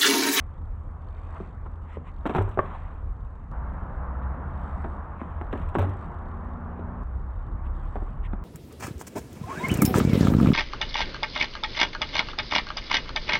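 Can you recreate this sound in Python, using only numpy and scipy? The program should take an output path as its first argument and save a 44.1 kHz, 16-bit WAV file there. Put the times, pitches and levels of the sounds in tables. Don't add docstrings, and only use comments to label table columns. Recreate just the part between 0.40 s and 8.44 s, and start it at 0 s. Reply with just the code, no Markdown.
import sys
import numpy as np
from scipy import signal
from scipy.fft import rfft, irfft, next_fast_len
from scipy.io import wavfile
from scipy.ndimage import uniform_filter1d, map_coordinates

SR = 44100
rng = np.random.default_rng(int(sys.argv[2]) if len(sys.argv) > 2 else 0)


def gain_from_db(level_db):
    decades = np.asarray(level_db, float) / 20
    return 10 ** decades


def to_wav(sig):
    pcm = np.clip(np.atleast_2d(sig), -1, 1) * 32767
    pcm = np.round(pcm).astype(np.int16)
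    wavfile.write(sys.argv[1], SR, pcm.T)


N = 354563
T = np.arange(N) / SR


def unit(x):
    return x / np.sqrt(np.mean(x ** 2) + 1e-20)


def window(start, end):
    return np.clip(np.minimum(T - start, end - T) * 500 + .5, 0, 1)


def curves(rows):
    s, *columns = np.transpose(rows)
    return [np.interp(T, s, column) for column in columns] + [window(s[0] - .005, s[-1] + .005)]


def wobble(rate):
    return map_coordinates(rng.standard_normal(int(N * 80 / SR) + 9), [T * min(rate, 80)])


def filtered(x, response):
    m = next_fast_len(len(x) + 8192)
    return irfft(rfft(x, m) * response(np.fft.rfftfreq(m, 1 / SR)), m)[:len(x)]


def colour(points):
    f, v = np.transpose(points)
    return lambda hz: gain_from_db(np.interp(np.log(hz + 1), np.log(f + 1), v, left=-120, right=-120))


def modes(rows):
    def response(f):
        return sum((-1) ** k * gain_from_db(db) * 1j * f * width / (hz * hz - f * f + 1j * f * width)
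                   for k, (hz, width, db) in enumerate(rows))
    return response


def rush(spectrum, patchy_db):
    z = signal.stft(rng.standard_normal(N + 512), nperseg=512)[2]
    field = uniform_filter1d(rng.standard_normal(z.shape), size=5, axis=0)
    field = uniform_filter1d(field, size=10, axis=1)
    patchy = signal.istft(z * gain_from_db(patchy_db * unit(field)), nperseg=512)[1][:N]
    return unit(filtered(patchy, colour(spectrum)))


CUTS = [-1, 3.1144, 6.6355, 9]


def per_take(values):
    return sum(v * window(CUTS[k], CUTS[k + 1]) for k, v in enumerate(values))


def contact(sharp, t60):
    t = np.arange(SR // 4) / SR
    fade = (gain_from_db(-60 * t / t60) + sharp * gain_from_db(-60 * t / 0.007)) * (1 - np.exp(-t / 0.0008))
    clumps = gain_from_db(5 * np.repeat(np.clip(rng.standard_normal(len(t) // 63), -2, 1.3), 63))
    blow = np.pad(rng.standard_normal(len(t)) * fade * clumps, (200, 0))
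    blow[200:222] += 1.3 * sharp * np.hanning(22)
    return blow


# start_s, peak_db, body_db, hardness_db, t60_s
KNOCKS = [(1.855, -18.5, -2, -25, 0.048), (1.862, -23, -4, -14, 0.1), (1.894, -24.5, 1.5, -13, 0.091),
          (1.962, -18.5, -5, -19.5, 0.046), (1.982, -16.5, 0, -20.5, 0.08), (2.01, -27.5, 2, -25, 0.06),
          (4.446, -29, -2, -29, 0.061), (5.127, -23, 0, -17.5, 0.093), (5.149, -32, 3, -22.5, 0.1),
          (5.385, -17, -7, -13, 0.091), (5.409, -25, 0, -19.5, 0.26), (2.075, -32, 0, -25, 0.076)]
# start_s, peak_db, body_db, hardness_db, t60_s
CLACKS = [(1.002, -32.5, 3.5, -34, 0.11), (1.262, -38.5, -2.5, -26, 0.024), (1.57, -32, 2, -32.5, 0.056),
          (1.9493, -17, -6.5, -14, 0.15), (2.174, -19.5, -9.5, -58, 0.11), (2.189, -6, -21, -34, 0.035),
          (4.815, -25.5, -8.5, -34, 0.043), (5.013, -23.5, -4, -25, 0.034), (5.352, -13, -7, -25, 0.11),
          (6.393, -39.5, 9, -26, 0.048), (7.556, -25, -5, -27, 0.03), (7.566, -28, -2.5, -24, 0.021),
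          (7.621, -35, 4, -28, 0.038), (7.932, -28, -10, -45, 0.11)]
# start_s, peak_db, metal_db
RATTLES = [(1.862, -45.5, -11.5), (1.905, -41.5, -18), (1.9383, -41.5, -21), (1.963, -42, -9),
           (1.983, -47, -13.5), (2.0172, -44.5, -9), (2.0537, -55.5, -23), (2.088, -53, -6.5),
           (2.113, -50, -12.5), (2.142, -52.5, -16), (2.256, -49.5, -32), (3.826, -55, -24),
           (4.4423, -49, -29.5), (5.1214, -50, -15.5), (5.174, -48, -13.5), (5.214, -50.5, -13),
           (5.288, -46, -12), (5.3094, -59.5, -14.5), (5.3374, -61, -26), (5.3453, -44.5, -13.5),
           (5.384, -46.5, -12.5), (5.409, -41, -31.5), (5.418, -40, -13.5), (5.445, -49.5, -15),
           (5.4934, -51, -7), (5.513, -56, -18.5), (6.3939, -56.5, -32.5), (7.929, -52, -35)]
# pitch_hz, width_hz, level_db
FRAME = [(224, 48, -5), (281.6, 41, -3.5), (376, 116, -2.5), (512, 82, -4), (780, 210, -6.5),
         (1000, 184, -3), (1314, 87, -3), (1633, 200, -5.5), (1820, 670, -16)]


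def knocks():
    def muffled(rows, top_hz):
        return lambda hz: modes(rows)(hz) / (1 + 1j * hz / top_hz) ** 4

    def hits(rows, middle_db):
        return [(s, db, middle_db, body_db, hard_db, 1.09 * hard_db - 16.5, t60)
                for s, db, body_db, hard_db, t60 in rows]

    middle, body = muffled(FRAME[3:], top_hz=2860), muffled(FRAME[:3], top_hz=1160)
    edge = colour([(1500, -12.5), (2500, -4.5), (3800, -12.5), (4500, -31.5)])
    metal = colour([(4400, -15.5), (5800, -4.5), (6900, -10), (7900, 0.0), (9000, -12.5), (10200, -11.5),
                    (11200, -28.5), (11900, -28.5), (12400, 2.0), (12800, -8)])
    slaps = [(s, db, -60, -60, 0, metal_db, 0.058) for s, db, metal_db in RATTLES]
    out = np.zeros(N + SR)
    for rows, sharp in ((hits(KNOCKS, -3.5), .8), (hits(CLACKS, -9.5), 1.8), (slaps, .6)):
        for s, db, *parts_db, t60 in rows:
            blow = contact(sharp, t60)
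            parts = [filtered(blow, response) for response in (middle, body, edge, metal)]
            mixed = sum(gain_from_db(db + gain) * part / np.abs(part).max() for gain, part in zip(parts_db, parts))
            out[round(s * SR) - 200:][:len(blow)] += mixed
    return out[:N]


# start_s, pitch_hz, level_db, t60_s
BOUNCES = [(1.006, 176, -31.5, 0.051), (1.6, 240, -42.5, 0.14), (1.955, 163, -19, 0.13),
           (1.9875, 93, -16.5, 0.43), (2.195, 94, -21.5, 0.082), (1.96, 360, -28, .15),
           (2.008, 385, -24.5, .1), (1.962, 790, -25.5, .1), (5.36, 1080, -25, .06),
           (5.371, 175, -20, 0.046), (5.13, 222, -30, .2), (2.174, 406, -20, 0.054),
           (7.558, 397, -28, 0.065), (1.861, 290, -23, 0.059), (5.129, 280, -26.5, 0.15),
           (5.39, 560, -24, 0.065), (2.19, 380, -14, 0.043), (2.1927, 1120, -12, 0.032),
           (4.4674, 338, -38.5, 0.23), (4.816, 236, -25.5, 0.072), (5.356, 260, -27.5, 0.22),
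           (5.356, 320, -21, 0.14), (5.47, 285, -30.5, 0.14), (5.389, 88, -15.5, 0.55),
           (7.265, 230, -36.5, 0.12), (7.933, 204, -21.5, 0.056)]


def bounces():
    t = T[:SR]
    out = np.zeros(N + SR)
    for s, hz, db, t60 in BOUNCES:
        pitch = hz * (1 + 0.098 * (1 - np.exp(-t / 0.058)))
        fade = gain_from_db(db - 60 * (t / t60) ** 0.98) * (1 - np.exp(-t / 0.00056)) ** 2
        out[round(s * SR):][:SR] += fade * np.sin(2 * np.pi * np.cumsum(pitch) / SR)
    return out[:N]


# start_s, pitch_hz, peak_db
TAPS = [(1.8556, 991, -19), (1.8614, 1110.0, -23), (1.8646, 960.0, -20.5), (1.8688, 1130.0, -25),
        (1.8735, 980.0, -28), (1.8941, 960.0, -25.5), (1.9003, 810.0, -24), (1.908, 680.0, -22),
        (1.9495, 850.0, -13), (1.9562, 940.0, -16), (1.9605, 860.0, -17), (1.9635, 790.0, -22),
        (1.9759, 780.0, -23), (1.979, 1090.0, -24), (1.9839, 870.0, -18), (1.991, 850, -24),
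        (2.006, 910.0, -24), (2.011, 910.0, -22), (2.1746, 750.0, -19.5), (2.1821, 690.0, -22),
        (2.1917, 1074, -9.5), (2.195, 1040, -19), (2.1989, 1120.0, -20.5), (2.2039, 1150.0, -22),
        (4.4423, 944, -25.5), (4.4472, 790.0, -26.5), (4.456, 970.0, -33), (4.4592, 950.0, -29),
        (4.8155, 1050, -26), (4.8335, 830.0, -32), (5.0134, 890, -24.5), (5.0193, 810.0, -28.5),
        (5.1278, 1101, -27), (5.1315, 1040.0, -27), (5.1388, 1100.0, -24), (5.1585, 900.0, -29),
        (5.1614, 1000, -28.5), (5.3526, 880, -13), (5.3582, 1050.0, -17), (5.363, 960.0, -22),
        (5.3856, 980.0, -20), (5.3888, 1050.0, -22), (5.3953, 866, -23.5), (5.3994, 800.0, -23.5),
        (5.404, 620.0, -24), (5.4264, 700.0, -21.5), (5.4452, 870.0, -24), (7.557, 820.0, -24.5),
        (7.5623, 780, -25.5), (7.5675, 980.0, -30), (7.9347, 876, -26.5),
        (1.0025, 700, -35),
    (1.2625, 900, -41),
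    (1.571, 603, -30),
    (2.19, 638, -11),
    (4.8157, 1500, -31),
    (5.0135, 1880, -33),
    (5.129, 2100, -33),
    (6.3935, 700, -41),
    (7.6225, 798, -34.5),
]


def taps():
    ring_cycles, gain_db, top_hz = 9.9, 3, 2500
    out, t = np.zeros(N + SR), T[:SR // 20]
    for s, hz, db in TAPS:
        ring = sum(gain_from_db(level_db - 60 * t * hz / ring_cycles) * np.sin(2 * np.pi * ratio * hz * t)
                   for ratio, level_db in ((0.965, 0.5), (.55, -11.5), (1.483, -7.5)))
        out[round((s - .0003) * SR):][:len(t)] += gain_from_db(db + gain_db) * ring * (1 - np.exp(-t / 0.00036))
    low = signal.butter(6, top_hz / SR * 2, output="sos")
    return signal.sosfilt(low, out[:N])


# nearest_s, level_db, approach_s, leaving_s
PASSES = [
    (.97, -67, .16, 0.09),
    (1.92, -59, 0.04, 0.17),
    (2.24, -62.5, 0.044, 0.089),
    (4.298, -69.5, 0.14, 0.28),
    (4.86, -68.5, .05, 0.15),
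    (5.2, -69.5, .03, 0.11),
    (5.45, -65.5, 0.046, 0.23),
    (7.52, -70, 0.2, 0.19),
]
FAR_DB = -77.5


def rolling_db():
    power = gain_from_db(2 * FAR_DB)
    for s, db, come, go in PASSES:
        distance = (T - s) / np.where(T < s, come, go)
        power = power + gain_from_db(2 * db) / (1 + distance ** 2) ** 2
    return 10 * np.log10(power)


def hiss_db():
    return FAR_DB - 15 + .9 * (rolling_db() - FAR_DB)


# start_s, tick_count,
# level_db
FREEWHEEL = [(.027, 6, -68), (.255, 1, -63), (.281, 6, -72), (.51, 1, -70), (.6205, 2, -61),
             (.6715, 1, -62), (.686, 4, -60), (.768, 1, -58), (.78, 3, -61), (.832, 8, -59), (.981, 1, -60),
             (.998, 6, -60), (1.072, 2, -62), (1.108, 3, -63), (1.17, 1, -68), (1.211, 3, -67),
             (1.316, 2, -66), (1.357, 1, -64), (1.42, 2, -65), (1.45, 1, -66), (1.715, 1, -62),
             (1.74, 4, -61), (1.831, 1, -60), (2.363, 2, -62), (2.403, 2, -63), (2.435, 2, -64),
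             (2.481, 2, -62), (2.54, 2, -64), (2.62, 3, -68), (2.726, 3, -67), (2.847, 1, -63),
             (2.902, 1, -66), (2.955, 3, -67), (3.082, 1, -66),
             (3.296, 2, -67), (3.337, 7, -66), (3.561, 1, -67), (4.077, 2, -64), (4.112, 1, -62),
                   (4.136, 5, -61), (4.233, 5, -59), (4.309, 2, -61), (4.35, 5, -60), (4.42, 3, -61),
                   (4.484, 5, -63), (4.566, 1, -62), (4.592, 1, -62), (4.641, 1, -66), (5.045, 1, -63),
                   (5.068, 1, -62), (5.111, 1, -62), (5.16, 1, -58), (5.196, 1, -60), (5.238, 2, -61),
                   (5.275, 1, -59), (5.537, 1, -59), (5.57, 2, -62), (5.612, 3, -59), (5.659, 1, -59),
                   (5.681, 1, -63), (5.715, 1, -63), (5.743, 1, -63), (5.786, 2, -62), (5.855, 4, -62),
                   (5.973, 2, -63), (6.045, 1, -64), (6.069, 2, -64), (6.108, 1, -63), (6.134, 2, -64),
                   (6.207, 1, -66), (6.249, 1, -64), (6.672, 3, -68), (6.75, 7, -67), (6.909, 2, -65),
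                   (6.96, 2, -64), (7.025, 1, -66), (7.065, 1, -65), (7.118, 1, -64), (7.338, 3, -62),
                   (7.38, 2, -59), (7.414, 4, -64), (7.493, 4, -61), (7.555, 2, -61), (7.589, 2, -63),
                   (7.621, 3, -62), (7.665, 1, -66), (7.688, 1, -63), (7.704, 1, -66), (7.731, 1, -62),
                   (7.752, 1, -67)]
# pitch_hz, width_hz, level_db
PAWL = [(3060, 320, -2), (3710, 150, -0.5), (4370, 290, -7)]
# pitch_hz, width_hz, level_db
SPOKES = [(4470, 500, -5), (5770, 1200, -6), (7900, 980, -3.1), (8670, 600, -7.5)]


def freewheel():
    rows = FREEWHEEL
    following = rows[1:] + rows[-1:]
    ticks = np.concatenate([np.linspace(s, later[0], count, endpoint=False)
                            for (s, count, db), later in zip(rows, following)])
    scatter = rng.standard_normal((len(ticks), 2))
    beats = np.zeros(N)
    beats[((ticks + .0007 * scatter[:, 0]) * SR).astype(int)] = gain_from_db(1.3 * scatter[:, 1])
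    drops = gain_from_db(np.interp(T, [row[0] for row in rows], [row[2] for row in rows]))

    def fading_noise(t60):
        return signal.lfilter([1], [1, -gain_from_db(-60 / (t60 * SR))], beats) * rng.standard_normal(N)

    def hub_response(hz):
        return modes(PAWL)(hz) / (1 + (hz / 5100) ** 12)

    def spoke_response(hz):
        ring = modes(SPOKES)(hz)
        return ring * np.abs(ring) * gain_from_db(1.9 * np.sin(hz / 150))

    rattle = 4.5 * beats + .6 * fading_noise(0.02) + 0.07 * fading_noise(0.11)
    hub = filtered(drops * rattle, hub_response)
    spokes = filtered(fading_noise(.028), spoke_response)
    return gain_from_db(11.5) * hub + gain_from_db(hiss_db() + 31) * spokes


def rubber_clumps():
    return gain_from_db(1.0 * wobble(60) + 0.48 * wobble(18))


# pitch_hz, level_db_per_hz
GRIT = [(500, 14), (1100, 24), (1800, 8), (2450, 0.5), (3200, -6.5), (3900, -14.5), (4500, -30)]
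# pitch_hz, level_db_per_hz
HISS = [(4300, -13.5), (4800, -8), (5800, -4.5), (6600, -6), (7900, -1), (8900, -7), (10000, -12.5),
        (11200, -27)]


def bright_grit():
    return [(hz, db) for hz, db in GRIT if hz > 1500]


def tyres(clumps):
    grit_db = rolling_db()
    out = gain_from_db(grit_db + 3.5) * unit(clumps * rush([(1300, -10.5)] + bright_grit(), patchy_db=3.5))
    out += gain_from_db(hiss_db() - 5) * unit(clumps * rush(HISS, patchy_db=1))
    tread = rush(ROAR, patchy_db=0.0) + gain_from_db(-4.0) * rush(DRONE, patchy_db=3.0)
    return out + gain_from_db(-66.5 + 16 + 1.07 * (grit_db + 68)) * tread


# middle_s, half_length_s, level_db, brightness_db
SCUFFS = [(0.967, 0.01, -46, -2), (1.266, 0.006, -48.5, -3), (1.52, 0.033, -48.5, 3.5),
          (1.556, 0.011, -53, 8), (1.679, 0.021, -47.5, 4), (1.901, 0.012, -44, 7), (2.084, 0.013, -49, -2),
          (2.301, 0.075, -51, -5), (2.356, 0.016, -48, -2), (2.494, 0.071, -55.5, -6),
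          (4.811, 0.013, -56.5, 15.5), (5.194, 0.057, -48, 2), (5.466, 0.039, -52, 5),
          (7.266, 0.012, -50, 4), (7.855, 0.012, -48, 14.5)]


def scuffs(clumps):
    full, thin, air = rush(GRIT, patchy_db=2), rush(bright_grit(), patchy_db=2), rush(HISS, patchy_db=2)
    out = np.zeros(N)
    for s, half, db, bright_db in SCUFFS:
        stroke = gain_from_db(db) * np.exp(-.5 * ((T - s) / half) ** 2) * clumps
        scrape = gain_from_db(-bright_db) * full + gain_from_db(bright_db - 16.5) * thin + gain_from_db(.5 * bright_db - 38.0) * air
        out += stroke * scrape
    return out


def bowl(x):
    t = T[:SR // 2]
    dull = filtered(rng.standard_normal(len(t)), lambda hz: 1 / (1 + (hz / 2500) ** 2))
    tail = dull * gain_from_db(-60 * t / 0.31) * (t > .012)
    return signal.fftconvolve(x, tail / np.linalg.norm(tail))[:N]


# start_s, level_db
SPLICES = [
    (3.1155, -43.5),
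    (6.6354, -49.5),
]


def splices():
    return sum(gain_from_db(db - 60 * np.clip(T - s, 0, None) / .02) * (T >= s) for s, db in SPLICES)


def engine(hz, orders, unsteady, flutter_db):
    turn = 2 * np.pi * np.cumsum(hz) / SR
    out = np.zeros(N)
    for k, db in orders:
        level = np.sqrt(2) * gain_from_db(db + flutter_db * wobble(13))
        out += level * np.sin(k * turn + unsteady * wobble(9.8) + 6 * rng.random())
    return out


# start_s, level_db
CAR = [
    (3.12, -37.5),
    (3.2, -30),
    (3.5, -42),
    (3.66, -34),
    (3.88, -27.5),
    (3.97, -46),
    (4.15, -38),
    (4.4, -33),
    (4.6, -48),
]


def car():
    db, on = curves(CAR)
    since = T - CAR[0][0]
    hz = 58.04 + 10.1 * since - 2.4 * since ** 2
    return on * engine(hz, [(1, db), (2, -49.5), (3, -50)], unsteady=0.095, flutter_db=0.1)


# start_s, level_db
VAN = [
    (5.5, -51.5),
    (5.72, -56.5),
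    (5.85, -50),
    (6.1, -47.5),
    (6.5, -47),
    (6.63, -45.5),
]


def van():
    db, on = curves(VAN)
    since = np.clip(T - VAN[0][0], 0, 2)
    hz = 27.03 + 4.1 * since - 1.151 * since ** 2
    boom_db, whine_db = db - 3 + 5 * since, -53 - 9.5 * since
    orders = [(3, db + 4.5), (6, boom_db), (7, db - 8.5), (8, db + 0.5), (9, db - 10), (12, db - 17),
              (13, whine_db), (14, db - 14.0)]
    return on * engine(hz, orders, unsteady=.1, flutter_db=1.4)


# start_s, level_db
BUS = [
    (6.64, -35.5),
    (6.87, -35),
    (7.08, -42),
    (7.2, -34.5),
    (7.5, -36.5),
    (7.89, -41),
    (8.04, -41),
]


def bus():
    second, on = curves(BUS)
    since = T - BUS[0][0]
    first = second - 4 + 9.5 * since
    orders = [(1, first), (2, second), (3, second - 16), (6.5, second - 24), (10, second - 24)]
    return on * engine(30.4 + 4.4 * since, orders, unsteady=0.4, flutter_db=1.85)


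# start_s, pitch_hz, level_db
IDLE = [(0, 79.7, -43), (.6, 82.4, -41), (1.6, 81.37, -41), (2.4, 77.8, -45.5), (3.1, 76.86, -44.5),
        (3.25, 78, -41), (4.4, 81.53, -38), (4.8, 79.9, -39.5), (4.9, 82, -36.5), (5.1, 78.7, -36),
        (5.3, 78.96, -42.5), (5.9, 79.9, -39), (6.63, 81, -41.5)]


def standing_engines():
    hz, db, on = curves(IDLE)
    out = on * engine(hz, [(0.97, db)], unsteady=.7, flutter_db=0.5)
    lorry_db = per_take([-42.5, -48, -68.5])
    return out + engine(33.2 + 0 * T, [(0.99, lorry_db)], unsteady=0.72, flutter_db=2.5)


# pitch_hz, level_db_per_hz
ROAR = [(180, -38.5), (300, -5), (376, -13.5), (487, -5.5), (543, -4.5), (611, -2), (1130, 0.5),
        (1780, -14), (2590, -33), (3950, -48), (5140, -82), (8690, -120)]
# pitch_hz, level_db_per_hz
DRONE = [(100, -15), (140, 3.5), (230, -3.5), (350, -12), (550, -12.5)]
# pitch_hz, level_db_per_hz
RUMBLE = [(15, -16), (30, 2.5), (60, 1.5), (100, -5.5), (130, -13)]
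# roar_db, drone_db, rumble_db
TAKES = [
    (-56.5, -50, -38.5),
    (-44.5, -45, -37.5),
    (-51, -47, -36),
]
# start_s, swell_db
TRAFFIC = [(0, 0.5), (1.5, 2), (2.6, 1.5), (3.11, 1), (3.2, 0.5), (3.9, 3), (4.4, 1.5), (4.8, -1),
           (5.3, 0.5), (6.63, -.5), (6.7, 0.5), (7.4, 2), (8.04, 0.6)]


def road():
    swell_db = curves(TRAFFIC)[0]
    roar_db, drone_db, rumble_db = (per_take(column) for column in np.transpose(TAKES))
    drone_db = drone_db + 0.25 * swell_db - 0.5 * wobble(2.1)
    rumble_db = rumble_db + 0.23 * swell_db - 2.5 * wobble(3.916)
    out = gain_from_db(roar_db + swell_db) * rush(ROAR, patchy_db=1.0)
    out += gain_from_db(drone_db) * rush(DRONE, patchy_db=2.5)
    return out + gain_from_db(rumble_db) * rush(RUMBLE, patchy_db=1.2)


# pitch_hz, level_db_per_hz
FLOOR = [(3500, 1.5), (4600, 1), (5500, -12), (6500, 2), (8000, -2.5), (9500, -5.5), (11000, -20.5),
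         (12700, -24.5)]


def preamp_hiss():
    return gain_from_db(-90) * rush(FLOOR, patchy_db=.6)


def scene():
    near = knocks() + bounces() + freewheel() + taps()
    clumps = rubber_clumps()
    bicycle = near + gain_from_db(-22.5) * bowl(near) + tyres(clumps) + scuffs(clumps)
    engines = standing_engines() + car() + van() + bus()
    return (bicycle + road() + engines + splices())[None]


def band_limit(x):
    return signal.sosfilt(signal.butter(12, 12800, fs=SR, output="sos"), x)


def record(dry):
    mix = dry * window(.002, 9) + preamp_hiss()
    return band_limit(mix)


dry = scene()
out = record(dry)
to_wav(out)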